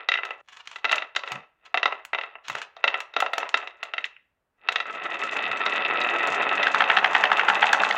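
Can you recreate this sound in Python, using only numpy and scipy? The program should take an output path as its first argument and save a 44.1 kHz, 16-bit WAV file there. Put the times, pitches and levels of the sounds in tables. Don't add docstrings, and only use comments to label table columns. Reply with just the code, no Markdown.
import sys
import numpy as np
from scipy import signal
from scipy.fft import rfft, irfft
from scipy.io import wavfile
from scipy.ndimage import uniform_filter1d, minimum_filter1d

SR = 44100
rng = np.random.default_rng(int(sys.argv[2]) if len(sys.argv) > 2 else 0)


def put_to_file(sound):
    columns = np.atleast_2d(sound).T
    safe = np.clip(columns, -1, 1)
    whole_steps = np.round(safe * 32767)
    wavfile.write(sys.argv[1], SR, whole_steps.astype(np.int16))


N = 351477
TIME = np.arange(N) / SR
HIT_SIZE = 4096
TOP_HZ = 9500


def from_db(db):
    return 10 ** (np.asarray(db) / 20)


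def rms_one(x, size=None):
    return x / np.sqrt(np.mean(x[..., :size] ** 2, axis=-1, keepdims=True) + 1e-20)


def at_hz(points, hz):
    known_hz, values = np.transpose(points)
    return np.interp(np.log(hz + 1), np.log(known_hz), values)


def band(x, edges_hz, kind, order=3):
    return signal.sosfilt(signal.butter(order, edges_hz, kind, fs=SR, output="sos"), x + 1e-18)


def colour(x, spectrum):
    gains = from_db(at_hz(spectrum, np.fft.rfftfreq(HIT_SIZE, 1 / SR)))
    cepstrum = irfft(np.log(gains))
    cepstrum[1:HIT_SIZE // 2] *= 2
    cepstrum[HIT_SIZE // 2 + 1:] = 0
    response = irfft(np.exp(rfft(cepstrum)))
    filtered = signal.fftconvolve(np.atleast_2d(x), response[None], axes=1)
    return filtered[:, :x.shape[-1]].reshape(x.shape)


def place(times, sounds):
    out = np.zeros(N + sounds.shape[1])
    for s, sound in zip(times, sounds):
        start = int(np.clip(s * SR, 0, N))
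        out[start:start + len(sound)] += sound
    return out[:N]


def contacts(count, scatter_s, scatter_db):
    echoes = rng.standard_normal((count, HIT_SIZE)) * np.exp(-TIME[:HIT_SIZE] / scatter_s)
    force = from_db(scatter_db) * rms_one(echoes) / np.sqrt(HIT_SIZE)
    force[:, 0] += 1
    return force


def spread(x, gain):
    for lag in (7, 17, 33):
        allpass = np.r_[1, np.zeros(lag - 1), gain]
        x = signal.lfilter(allpass[::-1], allpass, x)
    return x


def grains(per_s, spread_db):
    sizes = from_db(spread_db * np.minimum(rng.exponential(1, N), 4)) * rng.choice([-1, 1], N)
    return rms_one(sizes * (rng.random(N) < per_s / SR))


def flutter(depth_db, span_s):
    size = int(span_s * SR)
    drift = uniform_filter1d(uniform_filter1d(rng.standard_normal(N), size), size)
    return from_db(depth_db * rms_one(drift))


# frequency in Hz, gain in dB.
WOOD_SPECTRUM = [(50, -40), (110, -24.5), (200, -8.5), (400, -10), (650, 3), (1100, 2.5), (1600, 0.5),
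                 (2300, -5.5), (3200, -4.5), (4200, -14.5), (5000, -21), (6800, -28), (8500, -41.5),
                 (16000, -62.5)]

def wood(force, modes):
    x = colour(force, WOOD_SPECTRUM)
    for hz, width_hz, lift_db in modes:
        radius = np.exp(-np.pi * width_hz / SR)
        feedback = [1, -2 * radius * np.cos(2 * np.pi * hz / SR), radius ** 2]
        ringing = signal.lfilter([1, 0, -1], feedback, x) * (1 - radius ** 2) / 2
        x = x + (from_db(lift_db) - 1) * ringing
    return x


# time of greatest speed in seconds,
# relative level then in dB, initial rate of settling in dB per second.
LONE_ROLLS = [(0.0, -38, 151), (0.25, -39, 55), (0.93, -29.5, 79.5), (1.32, -33.5, 123), (1.665, -56, 98),
              (1.88, -38.5, 65), (2.22, -44.5, 50), (2.57, -39.5, 130), (2.81, -49, 50), (2.96, -32, 125.5),
              (3.21, -35.5, 99.5), (3.4, -32, 110), (3.6, -35.5, 84.5), (3.838, -44.5, 75),
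              (4.0, -47.5, 150)]

def lone_level():
    gather_db_per_s, brake_s = 274, 0.075
    level = 0
    for s, db, settle_db_per_s in LONE_ROLLS:
        before_s, after_s = np.maximum(s - TIME, 0), np.maximum(TIME - s, 0)
        settled_db = settle_db_per_s * (after_s + after_s ** 2 / (2 * brake_s))
        level = level + from_db(db - np.minimum(gather_db_per_s * before_s + settled_db, 150))
    return level


def queue_level():
    gate_s, opening_db_per_s = 4.677, 333
    start_db, run_db, speedup_s = -42.5, -23.5, 0.64
    running_s, waiting_s = np.maximum(TIME - gate_s, 0), np.maximum(gate_s - TIME, 0)
    speed_db = run_db + (start_db - run_db) * np.exp(-running_s / speedup_s)
    return from_db(speed_db - opening_db_per_s * waiting_s)


# frequency in Hz, width in Hz, lift in dB.
RESONANCES = [(258, 8.3, 2), (348, 12, 6.5), (384.2, 20, 10.5), (456, 66, 4.5), (614, 70, 1.5),
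              (735, 160, 1.5), (1314, 64, 12), (1964, 170, 16), (2120, 100, -6.5), (2624, 110, 18),
              (3680, 150, 12.5)]
# frequency in Hz, gain in dB.
ROLL_SPECTRUM = [(100, 5), (330, 6.5), (700, 3), (2600, -4), (4000, -10), (7000, 5), (15000, 12.5)]

def groove_rumble():
    pressure = flutter(depth_db=2.2, span_s=0.014)
    grain_contacts = colour(pressure * grains(per_s=1200, spread_db=3.0), ROLL_SPECTRUM)
    over_grain = rms_one(wood(band(grain_contacts, 4200, "low", order=8), RESONANCES))
    wall_contacts = band(grains(per_s=50, spread_db=1.5), [900, 5000], "band")
    on_walls = rms_one(wood(spread(wall_contacts, gain=0.77), RESONANCES))
    return from_db(0.24) * rms_one(over_grain + from_db(-5) * on_walls)


# frequency in Hz, gain in dB.
GLASS_SPECTRUM = [(300, -14), (1200, 12.5), (3000, 11), (5000, -2), (7000, -0.5), (8300, -12),
                  (10000, -22.5), (15000, -23)]

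def ticks(per_s, spread_db):
    touch = spread(contacts(1, scatter_s=0.009, scatter_db=1.0), gain=0.3)[0]
    touches = signal.fftconvolve(grains(per_s, spread_db), touch)[:N]
    return rms_one(colour(touches, GLASS_SPECTRUM))


def jostle():
    return from_db(-23) * band(ticks(per_s=22, spread_db=2.0), 8300, "low", order=8)


def with_rebounds(hits, gap_s, gap_spread, loss_db):
    hits = np.array(hits)
    gap_jitter, loss_jitter = rng.uniform(-1, 1, (len(hits), 2)).T
    hop_s = hits[:, 0] + gap_s * np.exp(gap_spread * gap_jitter)
    hop_db = hits[:, 1:] - loss_db - 2 * loss_jitter[:, None]
    return np.r_[hits, np.c_[hop_s, hop_db]]


def blows(hits, bodies, thud_trim_db, edge_trim_db):
    bands_hz = [300, 1500], [1500, 3200], [3400, 8000]
    attack_size, crest_db = 353, 9.5
    sounds = []
    for (_, ring, thud, edge), body in zip(hits, bodies):
        attack_power = [np.mean(band(body[:attack_size], hz, "band") ** 2) for hz in bands_hz]
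        wanted_db = np.array([thud + thud_trim_db, ring - crest_db, edge + edge_trim_db])
        low, mid, high = wanted_db - 10 * np.log10(attack_power)
        balance = [(150, (low + mid) / 2), (450, low), (1100, low),
                   (1800, mid), (2900, mid), (3700, high)]
        sounds.append(colour(body, balance))
    return place(hits[:, 0], np.array(sounds))


# start in seconds, then relative
# levels in dB of the ring's peak, the thud below it and the bright edge above it.
BOARD_KNOCKS = [(0.0868, -9, -21.5, -18), (0.1173, -9, -26.5, -25.5), (0.1386, -10.5, -32, -23),
                (0.1533, -15, -28.5, -37), (0.1737, -16.5, -39, -39.5), (0.1865, -19, -25.5, -43),
                (0.2328, -18, -30, -40), (0.3061, -20, -30.5, -42.5), (0.7582, -24, -37, -36),
                (0.844, -14, -22, -29), (0.8511, -10.5, -22.5, -24), (0.8936, -14.5, -32, -30),
                (0.9131, -14.5, -22, -22.5), (0.9269, -7, -18.5, -26), (0.9809, -14, -33, -28),
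                (1.0215, -19, -28, -36), (1.1497, -29, -39.5, -37.5), (1.1633, -12.5, -23.5, -19.5),
                (1.2352, -23.5, -29, -38.5), (1.275, -23.5, -34.5, -33.5), (1.7426, -11.5, -15, -27),
                (1.7733, -10.5, -26, -25), (1.8298, -9.5, -19.5, -22.5), (1.856, -8.5, -12.5, -21.5),
                (1.923, -19, -23, -40.5), (2.1318, -14, -22.5, -36.5), (2.147, -14.5, -24.5, -32),
                (2.185, -17, -25, -35), (2.2114, -20, -49, -37), (2.2351, -23.5, -30.5, -41),
                (2.3533, -30, -37.5, -66), (2.4982, -21.5, -26.5, -34), (2.5502, -24.5, -27, -42),
                (2.7656, -40.5, -37.5, -45), (2.8399, -6, -14, -20), (2.8777, -7.5, -21.5, -20),
                (2.9413, -12.5, -24, -32.5), (3.1377, -32, -39.5, -37), (3.1641, -13.5, -15.5, -23),
                (3.2018, -14.5, -24, -35), (3.2225, -16, -11.5, -33), (3.262, -18.5, -21.5, -34.5),
                (3.3328, -16, -23, -28.5), (3.3787, -30.5, -18.5, -49), (3.4291, -22.5, -20.5, -43.5),
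                (3.5416, -5.5, -15.5, -19.5), (3.673, -24.5, -36.5, -36.5), (3.8287, -19, -29.5, -30.5),
                (3.9362, -17.5, -27.5, -33.5), (3.9801, -14, -29.5, -31.5), (4.0415, -14, -49.5, -29),
                (4.1643, -36, -66.5, -75), (4.6867, -8, -19, -19.5), (4.758, -10.5, -24, -21),
                (4.8015, -14.5, -25, -28), (5.6617, -13, -19, -20.5), (6.0135, -16, -24, -21),
                (6.6289, -9.5, -36.5, -22)]

def knocks():
    held_pitch = 1.023
    width_share = 0.91
    blow_db, spot_db = -0.5, 0.93
    hits = with_rebounds(BOARD_KNOCKS, gap_s=0.026, gap_spread=0.29, loss_db=16.5)
    forces = spread(contacts(len(hits), scatter_s=0.006, scatter_db=-2.5), gain=0.56)
    forces = band(band(forces, 370, "high"), 7000, "low", order=8)
    hz, width_hz, lift_db = np.transpose(RESONANCES)
    lifts = lift_db + blow_db + spot_db * rng.standard_normal((len(hits), len(hz)))
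    bodies = [wood(force, zip(held_pitch * hz, width_share * width_hz, lift))
              for force, lift in zip(forces, lifts)]
    return blows(hits, bodies, thud_trim_db=-3.5, edge_trim_db=-3.5)


# start in seconds, then relative levels in dB
GLASS_CLICKS = [(0.2512, -33.5, -66), (0.5691, -44, -88), (0.6729, -35, -70), (0.7133, -40.5, -84),
                (0.7606, -41, -74), (0.9186, -25, -52.5), (0.9572, -29.5, -54.5), (1.1614, -25.5, -77),
                (1.3182, -28.5, -54), (2.05, -36.5, -50.5), (2.482, -31.5, -57), (2.4982, -35.5, -54),
                (2.5518, -30.5, -63), (2.616, -31, -68), (3.0031, -29, -56), (3.2025, -23.5, -44.5),
                (3.333, -33, -53), (3.3807, -23, -48.5), (3.4905, -33, -72), (3.5728, -30, -66),
                (3.8332, -37.5, -58), (4.0534, -37.5, -69), (4.723, -32.5, -61), (5.2353, -30, -74),
                (5.368, -33, -63), (6.272, -27, -56), (7.7291, -18, -44)]

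def clicks():
    start_s, click_db, top_db = np.transpose(GLASS_CLICKS)
    attack_size = 176
    forces = spread(contacts(len(start_s), scatter_s=0.004, scatter_db=0.5), gain=0.5)
    snap = colour(forces, GLASS_SPECTRUM)
    main = rms_one(band(snap, TOP_HZ, "low", order=5), attack_size) * from_db(click_db + 1.5)[:, None]
    sparkle = rms_one(band(snap, TOP_HZ, "high", order=5), attack_size) * from_db(top_db + 3.5)[:, None]
    return place(start_s, main + sparkle)


# start and end in seconds, relative level in dB.
PALM_SHUFFLES = [(0.44, 0.804, -52.5), (1.26, 1.36, -44), (1.659, 1.676, -40), (2.444, 2.647, -42.5),
                 (3.20, 3.25, -53.5), (3.376, 3.449, -51), (4.90, 5.055, -65)]

def shuffling():
    grip = sum(from_db(db) * ((TIME > start) & (TIME < end)) for start, end, db in PALM_SHUFFLES)
    rub = flutter(depth_db=6, span_s=0.015) * ticks(per_s=1200, spread_db=1.5)
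    grinding = from_db(-7) * band(rub, 5000, "low", order=2)
    ticking = from_db(-3.5) * band(ticks(per_s=45, spread_db=2.5), 9000, "low", order=1)
    return uniform_filter1d(grip, size=800) * (grinding + ticking)


# start in seconds, level in dB.
HAND_BUMPS = [(1.315, -52), (1.344, -51), (2.492, -55.5), (2.546, -60.5), (5.481, -54), (6.301, -53)]

def bumps():
    start_s, level_db = np.transpose(HAND_BUMPS)
    forces = contacts(len(start_s), scatter_s=0.025, scatter_db=12)
    thumps = band(forces, [105, 260], "band", order=2)
    return place(start_s, rms_one(thumps, HIT_SIZE // 2) * from_db(level_db)[:, None])


def pings():
    hops = band(grains(per_s=9, spread_db=1.0), [2300, 5000], "band", order=2)
    return from_db(-10) * rms_one(wood(spread(hops, gain=0.6), RESONANCES))


def clinks():
    return from_db(-20) * band(ticks(per_s=14, spread_db=2.0), [2600, 10500], "band", order=2)


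# frequency in Hz, width in Hz, lift in dB.
LANDING_MODES = [(192, 15, 8), (400, 35, 5.5), (808, 120, 10), (1490, 730, 15.5), (1986, 73, -3),
                 (2450, 150, -2.5)]

def landing_rumble():
    force = colour(grains(per_s=770, spread_db=5.0), ROLL_SPECTRUM)
    return from_db(-4) * rms_one(wood(force, LANDING_MODES))


def clatter():
    knocking = from_db(-22) * ticks(per_s=85, spread_db=-1.0)
    crackle = from_db(-43.5) * rms_one(band(grains(per_s=97, spread_db=5.0), TOP_HZ, "high"))
    return knocking + crackle


# start in seconds, then relative levels in dB
END_DROPS = [(6.6683, -4, -27, -28.5), (6.7448, -7, -15, -28), (6.8051, 0.5, -13, -23),
             (6.899, -3, -20, -30.5), (6.9697, -2.5, -14, -21.5), (7.0436, -1.5, -18, -27.5),
             (7.1492, -2, -16, -25.5), (7.2375, -2, -15, -21.5), (7.3157, -3.5, -13, -26.5),
             (7.3943, -3, -25, -32.5), (7.4837, 0.5, -11.5, -24), (7.6259, 2, -10, -24),
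             (7.7307, -1.5, -18, -28), (7.8338, -9, -15.5, -27.5), (7.908, -7.5, -51, -26)]

def drops():
    hits = with_rebounds(END_DROPS, gap_s=0.015, gap_spread=0.2, loss_db=9.5)
    forces = spread(contacts(len(hits), scatter_s=0.0028, scatter_db=2.5), gain=0.51)
    return blows(hits, wood(forces, LANDING_MODES), thud_trim_db=-1.3, edge_trim_db=-1.0)


# frequency in Hz, relative level in dB,
# time to die away by 60 dB in seconds.
ROOM_DECAY = [(202, 4, 0.089), (455, 8, 0.27), (900, 2, 0.32), (2100, -12.5, 0.47), (5500, -1.5, 0.2),
              (14000, 1, 0.058)]

def room(x, first_echo_s):
    t, tail = TIME[:SR // 2], 0
    edges_hz = np.geomspace(80, 18000, 11)
    hz, level_db, t60_s = np.transpose(ROOM_DECAY)
    for low, high in zip(edges_hz, edges_hz[1:]):
        noise = band(rng.standard_normal(len(t)), [low, high], "band", order=2)
        centre_hz = np.sqrt(low * high)
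        decay_db = 60 * t / at_hz(np.c_[hz, t60_s], centre_hz)
        tail = tail + noise * from_db(at_hz(np.c_[hz, level_db], centre_hz) - decay_db)
    onset = np.clip(t / first_echo_s - 1, 0, 1)
    return signal.fftconvolve(x, rms_one(tail * onset) / np.sqrt(len(t)))[:N]


# frequency in Hz, relative level in dB.
AIR_SPECTRUM = [(40, -2), (280, -11), (500, -10), (1400, -13.5), (5000, -33.5), (16000, -36)]

def room_tone():
    return from_db(-78) * rms_one(colour(rng.standard_normal(N), AIR_SPECTRUM))


def scene():
    lone, queue = lone_level(), queue_level()
    spilled = 0.67 * np.clip((TIME - 6.52) / 0.36, 0, 1)
    rumble = np.sqrt(1 - spilled) * groove_rumble() + np.sqrt(spilled) * landing_rumble()
    lone_rolls = band(lone * rumble, 357, "high", order=5)
    queue_run = band(queue * rumble, 160, "high", order=1)
    rolling_glass = (lone + queue) * (jostle() + spilled * clatter())
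    timber = lone_rolls + queue_run + knocks() + drops() + queue * pings() + bumps()
    glass = rolling_glass + clicks() + shuffling() + queue * clinks()
    echoes = room(from_db(-14.5) * timber + from_db(-12) * glass, first_echo_s=0.0018)
    dip_db = -24 * ((TIME > 0.414) & (TIME < 0.476))
    dip = uniform_filter1d(from_db(dip_db), size=100)
    return (dip * (timber + glass + echoes) + room_tone())[None]


def record(dry):
    ceiling, cutoff_hz = 0.7, 15800
    needed_gain = ceiling / np.maximum(np.abs(dry), ceiling)
    gain = uniform_filter1d(minimum_filter1d(needed_gain, size=90), size=90)
    top_cut = signal.ellip(10, 0.1, 80, cutoff_hz, fs=SR, output="sos")
    return signal.sosfilt(top_cut, band(dry * gain, 40, "high", order=2))


dry = scene()
out = record(dry)
put_to_file(out)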